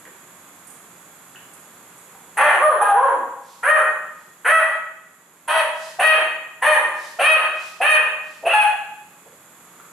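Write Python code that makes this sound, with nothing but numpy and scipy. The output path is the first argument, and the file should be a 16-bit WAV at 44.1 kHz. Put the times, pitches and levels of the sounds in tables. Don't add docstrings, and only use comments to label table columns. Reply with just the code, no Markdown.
import sys
import numpy as np
from scipy import signal
from scipy.fft import rfft, irfft, next_fast_len
from scipy.io import wavfile
from scipy.ndimage import uniform_filter1d, map_coordinates

SR = 44100
rng = np.random.default_rng(int(sys.argv[2]) if len(sys.argv) > 2 else 0)


def dump(signal):
    limited = np.clip(np.atleast_2d(signal).T, -1, 1)
    pcm = np.round(limited * 32767).astype(np.int16)
    wavfile.write(sys.argv[1], SR, pcm)


N = 437472
TIME = np.arange(N) / SR
TOP_HZ = 14200


def amp(db):
    return 10 ** (np.asarray(db) / 20)


def unit(x):
    return x / np.sqrt(np.mean(x ** 2) + 1e-20)


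def along(points, hz):
    freqs, values = np.transpose(points)
    return np.interp(np.log(hz + 1), np.log(freqs + 1), values)


def wobble(count, rate):
    return map_coordinates(rng.standard_normal(size=1024), [np.arange(count) * rate / SR], mode="wrap")


def filtered(x, response):
    n = x.shape[-1]
    padded = next_fast_len(n + 4096)
    return irfft(rfft(x, padded) * response(np.fft.rfftfreq(padded, 1 / SR)), padded)[..., :n]


def add(track, start_s, x):
    i = max(round(start_s * SR), 0)
    track[..., i:i + x.shape[-1]] += x[..., :N - i]


def band(count, centre, q):
    resonance = lambda hz: 1 / (1 + (q * (hz / centre - centre / (hz + 1))) ** 2)
    return unit(filtered(rng.standard_normal(count), resonance))


# (frequency [Hz], left-right correlation [0-1])
DIFFUSE_IMAGE = [(150, 1), (600, 0.96), (1300, 0.66), (2800, 0.22), (6500, 0.039)]

def diffuse(count):
    spread = lambda hz: np.arccos(np.clip(along(DIFFUSE_IMAGE, hz), -1, 1)) / 2
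    mid, side = rng.standard_normal((2, count))
    mid = filtered(mid, lambda hz: np.cos(spread(hz)))
    side = filtered(side, lambda hz: np.sin(spread(hz)))
    return np.array([mid + side, mid - side])


# (frequency [Hz], time to fall 60 dB [s])
WALL_DECAY = [(150, 0.66), (700, 0.71), (2200, 0.75), (5000, 0.69), (10000, 0.53)]

def yard(x, wet_db, build_s=0.0017):
    hz, t, spectrum = signal.stft(diffuse(SR), SR, nperseg=256)
    decay = amp(-60 * t / along(WALL_DECAY, hz)[:, None])
    tail = signal.istft(spectrum * decay, SR, nperseg=256)[1]
    tail *= 1 - np.exp(-np.arange(tail.shape[1]) / SR / build_s)
    response = amp(wet_db) * tail / np.linalg.norm(tail[0])
    response[:, 0] += 1
    return signal.fftconvolve(x[None], response / np.linalg.norm(response[0]), axes=1)


# (frequency [Hz], relative level [dB])
TOWN_EQ = [(18, -85.5), (30, -25.5), (175, -3), (218, -4.5), (411, -5.5), (608, -7), (790, -6), (1140, -3),
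           (2560, -11.5), (2860, -14.5), (3970, -17.5), (5500, -24.5), (7150, -59), (12100, -120)]
# (frequency [Hz], relative level [dB])
HISS_EQ = [(3000, -37), (6200, -5.5), (6800, 6.5), (8000, 1), (8400, -4.5), (10500, -4.5), (11300, 3.5),
           (12500, 1), (14000, -35.5)]

def night_bed(town_db=-49.5, hiss_db=-51, hum_hz=174, hum_db=-67.5, whine_hz=3370, whine_db=-69):
    town = unit(filtered(diffuse(N), lambda hz: amp(along(TOWN_EQ, hz)) * hz / np.hypot(hz, 70)))
    town *= amp(0.4 * wobble(N, 1.7))
    hum = np.sqrt(2) * np.sin(2 * np.pi * hum_hz * TIME + 0.32 * wobble(N, 44))
    hum *= amp(1.2 * wobble(N, 13))
    hiss = unit(filtered(rng.standard_normal((2, N)), lambda hz: amp(along(HISS_EQ, hz))))
    whine = band(N, whine_hz, q=22)
    return amp(town_db) * town + amp(hum_db) * hum + amp(whine_db) * whine + amp(hiss_db) * hiss


def tap(level_db, pitch_hz, t60_s=0.069, q=2.2):
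    t = TIME[:SR // 4]
    return yard(amp(level_db - 60 * t / t60_s) * band(len(t), pitch_hz, q), wet_db=3.5)


# (time [s], level [dB], pitch [Hz])
BOWL_TAPS = [(.053, -35.5, 1580), (0.061, -41, 424), (.671, -39, 9000), (0.703, -39, 8880),
             (1.349, -37.5, 1490), (1.536, -42, 9000), (1.979, -43.5, 8600), (2.15, -39, 900),
             (9.261, -36, 502), (9.672, -43, 1080), (9.799, -39, 1410)]

def feeding(chews=30, chew_db=-56, chew_hz=1200):
    out = np.zeros((2, N))
    for start_s, level_db, pitch_hz in BOWL_TAPS:
        add(out, start_s, tap(level_db, pitch_hz))
    for when, size, tone in rng.random((chews, 3)):
        add(out, when * N / SR, tap(chew_db + 6 * (size - .5), chew_hz * 2 ** (2 * tone - 1)))
    add(out, 1.358, tap(-36.5, 2860, t60_s=0.057, q=9.3))
    return out


def gesture(rise, hold, fall, start_hz, top_hz, level_db, swell_db, held_rough, hoarse):
    sag_oct_per_s, fall_oct_per_s = .35, 8.6
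    t = np.arange(0, rise + hold + fall, 1 / SR)
    since_top = np.maximum(t - rise, 0)
    falling = np.maximum(t - rise - hold, 0)
    scoop = np.maximum(1 - t / rise, 0) ** 1.9
    pitch = top_hz - (top_hz - start_hz) * scoop
    pitch *= 2 ** (-sag_oct_per_s * since_top - fall_oct_per_s * falling)
    push_db = level_db - swell_db * np.maximum(1 - t / (rise + hold), 0) ** 2
    push_db -= 17 * (falling / 0.089) ** 1.12
    onset = 0.91 * np.exp(-(t / 0.031) ** 2)
    breakup = 0.96 * (1 - np.exp(-falling / 0.018)) * np.exp(-(falling / 0.19) ** 2)
    rough = np.clip(held_rough + (1 - held_rough) * hoarse * (onset + breakup), .01, .98)
    jaw = (1 - np.exp(-t / 0.0037)) * np.exp(-(falling / 0.058) ** 2)
    return t, pitch, push_db, rough, jaw


def vocal_folds(pitch, phase, rough, subharmonic_db=-8, rasp_db=-1):
    harmonics = np.arange(1, 31)[:, None]

    def stack(orders):
        offsets = 2 * np.pi * rng.random(orders.shape)
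        return unit(np.sum(np.cos(orders * phase + offsets) * (harmonics * pitch < TOP_HZ), 0))

    clean = stack(harmonics)
    subharmonics = stack(harmonics + .5)
    puffs = unit(rng.standard_normal(SR)[:len(phase)] * (1 + 0.42 * np.cos(phase)))
    rasp = filtered(puffs, lambda hz: hz ** 2 / np.hypot(hz ** 2, 560 ** 2) / np.hypot(1, hz / 7000))
    growl = amp(subharmonic_db) * subharmonics + amp(rasp_db) * rasp
    return np.sqrt(1 - rough) * clean + np.sqrt(rough) * growl, rasp


# (frequency [Hz], gain [dB])
THROAT_EQ = [(100, -5), (280, -12), (450, -3), (600, 2.5), (850, 4), (1250, 4), (1850, 5.5), (2200, -4),
             (2520, 2.5), (2800, -2), (3130, 1), (3500, -5.5), (4000, -6), (4350, -1.5), (5000, -8.5),
             (14000, -45)]

def vocal_tract(buzz, rasp, jaw, throat_hz, throat_db, mouth_hz, mouth_db, edge_hz):
    def response(hz, cutoff_hz):
        bump = lambda centre: np.exp(-(np.log((hz + 1) / centre) / 0.12) ** 2)
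        lift_db = throat_db * bump(throat_hz) + mouth_db * bump(mouth_hz)
        return amp(along(THROAT_EQ, hz) + lift_db) / np.sqrt(1 + (hz / cutoff_hz) ** 11)

    wide = filtered(buzz, lambda hz: response(hz, edge_hz))
    narrow = filtered(buzz, lambda hz: response(hz, 0.66 * edge_hz))
    leak = filtered(rasp, lambda hz: amp(along(THROAT_EQ, hz) - 22.5) / np.hypot(1, (hz / 3630) ** 8))
    return jaw * wide + (1 - jaw) * narrow + leak


# (frequency [Hz], relative gain [dB])
TEETH_EQ = [(4000, -59), (5200, -43), (6200, -27.5), (7400, -36), (8500, -17), (10000, -12), (11500, -21.5),
            (13500, -39.5)]

def teeth_sizzle(buzz, t, onset_rough, edge_hz, whistle_hz=10400):
    opening_db = 7.5 * np.log2(edge_hz / 2900) - 3
    shut = np.clip(1 - edge_hz / 2600, 0, 1)
    whistle_db = lambda hz: 28 * shut * (np.exp(-((hz - whistle_hz) / 450) ** 2) - .58)
    sizzle = filtered(buzz, lambda hz: amp(along(TEETH_EQ, hz) + opening_db + whistle_db(hz)))
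    build = 1 - np.exp(-t / 0.0033)
    spit_db = 9 * onset_rough * np.exp(-(t / 0.04) ** 4)
    flutter_db = 4 * wobble(len(t), 65.4)
    return build * amp(spit_db + flutter_db) * sizzle


def bark(course, mouth, attack_s=0.0088, release_s=0.018, chest_hz=326):
    t, pitch, push_db, rough, jaw = gesture(*course)
    pitch *= 1 + (.0015 + .028 * rough) * wobble(len(t), 260)
    phase = 2 * np.pi * np.cumsum(pitch) / SR
    effort = amp(push_db) * np.clip(t / attack_s, 0, 1) * np.clip((t[-1] - t) / release_s, 0, 1)
    buzz, rasp = vocal_folds(pitch, phase, rough)
    voice = vocal_tract(effort * buzz, effort * rasp, jaw, *mouth)
    chest = amp(-9) * effort * np.sin(phase) / (1 + (pitch / chest_hz) ** 8)
    sizzle = teeth_sizzle(effort * buzz, t, rough[0], edge_hz=mouth[-1])
    return unit(voice + chest + sizzle) * np.sqrt(np.mean(effort ** 2))


# (time [s], rise [s], hold [s], fall [s], start pitch [Hz], top pitch [Hz],
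# relative level [dB], swell [dB], held roughness [0-1], hoarseness of both ends [factor],
# throat resonance [Hz], throat lift [dB], mouth resonance [Hz], mouth lift [dB], open-mouth edge [Hz])
BARK_CUES = [ (2.368, 0.074, 0.061, 0.13, 375.3, 599.6, -4.5, 7, 0.65, 0.44, 810, 6.5, 1970, 3, 2450),
             (2.597, 0.056, 0.034, 0.099, 482, 617.6, 1.5, 13, 0, 0.35, 1196, 5, 1760, 0, 1450),
             (2.808, .01, .095, 0.032, 799, 824, -3, -6.5, 0.15, 0.4, 810, 4, 1700, -2.5, 1350),
             (2.934, .112, .025, .15, 389.2, 551.2, -4, 4.5, 0.09, .5, 994, 11, 503, 6, 1444),
             (3.627, 0.088, 0.042, 0.091, 415.8, 625.3, -0.5, 10, 0.07, 0.56, 1407, 9.5, 1860, 5.5, 2260),
             (4.445, 0.086, 0.062, 0.038, 411.7, 650.7, 1.5, 10.5, 0.12, 0.84, 1474, 9.5, 2000, 8, 2560),
             (5.476, 0.069, 0.049, 0.035, 600, 648.8, -5.5, 0.5, .46, 1.04, 960, 8.5, 603, 8.5, 3260),
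             (5.991, .06, .075, 0.123, 477.5, 636.7, 1, 8.5, 0.12, 1.04, 1960, 5, 2640, 8.5, 3080),
             (6.618, .065, 0.051, 0.12, 477.2, 617.6, -1, 2.5, 0.07, .9, 937, 11, 1940, 7.5, 2810),
             (7.188, .1, 0.061, 0.11, 465.6, 634.6, 0.5, 8.5, 0.11, 1, 1384, 6.5, 2590, 10, 3140),
             (7.809, 0.071, 0.072, .08, 471.6, 625.2, -1, 2, .03, 0.83, 1717, 5.5, 2600, 11.5, 2910),
             (8.451, .08, 0.0064, 0.0037, 421, 700.7, -6, 8.5, 0.25, 0.65, 860, 7, 2720, 15.5, 2940),
             (8.529, .02, 0.063, 0.039, 785.4, 849, -4, -5.5, 0.08, 0.42, 850, 9, 2630, 7, 3070), ]

def barking():
    out = np.zeros((2, N))
    for cue in BARK_CUES:
        add(out, cue[0], yard(bark(course=cue[1:10], mouth=cue[10:]), wet_db=4.5))
    return out


# (time of peak [s], level [dB])
GASP_CUES = [(3.517, -48.5), (4.22, -60), (5.85, -38.5), (7.051, -39.5), (7.65, -37.5), (8.316, -47.5)]

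def gasps(length_s=.31, centre_hz=4300):
    out, n = np.zeros((2, N)), int(length_s * SR)
    for peak_s, level_db in GASP_CUES:
        breath = amp(level_db) * np.hanning(n) * band(SR, centre_hz, q=0.77)[:n]
        add(out, peak_s - length_s / 2, yard(breath, wet_db=3))
    return out


# (time [s], start pitch [Hz], relative level [dB])
HOOT_CUES = [(5.987, 698, -14), (7.187, 682, -13.5), (7.803, 695, -12), (8.428, 596, -20.5),
             (8.456, 637, -11.5)]

def hoots(length_s=.036, glide=0.21):
    out = np.zeros((2, N))
    progress = np.arange(int(length_s * SR)) / (length_s * SR)
    envelope = np.sqrt(np.sin(np.pi * progress))
    for start_s, pitch_hz, level_db in HOOT_CUES:
        tone = np.sqrt(2) * np.sin(2 * np.pi * np.cumsum(pitch_hz * (1 + glide * progress)) / SR)
        breath = band(len(progress), pitch_hz, q=2.37)
        add(out, start_s, yard(amp(level_db) * envelope * (tone + breath), wet_db=-4))
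    return out


# (frequency [Hz], right boost and left cut [dB])
STEREO_TILT = [(2500, -0.1), (4500, 0), (6500, 2.5), (8500, 6.5), (10500, 6.5), (12500, 1.5)]

def scene(voice_db=-4):
    mix = amp(voice_db) * (barking() + hoots()) + gasps() + feeding() + night_bed()
    return filtered(mix, lambda hz: amp(np.outer([-1, 1], along(STEREO_TILT, hz))))


def record(dry, threshold_db=-12.5, window_s=.012, fast_db_per_s=30, slow_db_per_s=4.5, slow_share=0.71):
    power = np.abs(uniform_filter1d(np.mean(dry ** 2, 0), int(window_s * SR)))
    excess_db = np.maximum(10 * np.log10(power + 1e-12) - threshold_db, 0)
    release = lambda rate: np.maximum.accumulate(excess_db + rate * TIME) - rate * TIME
    cut_db = np.maximum(release(fast_db_per_s), slow_share * release(slow_db_per_s))
    ducked = dry * amp(-uniform_filter1d(cut_db, size=128))
    bent = ducked + amp(-29) * ducked.mean(0) ** 2
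    clipped = bent / (1 + np.abs(bent / .92) ** 10) ** .1
    return filtered(clipped, lambda hz: (hz < TOP_HZ) * hz / np.hypot(hz, 25))


dry = scene()
out = record(dry)
dump(out)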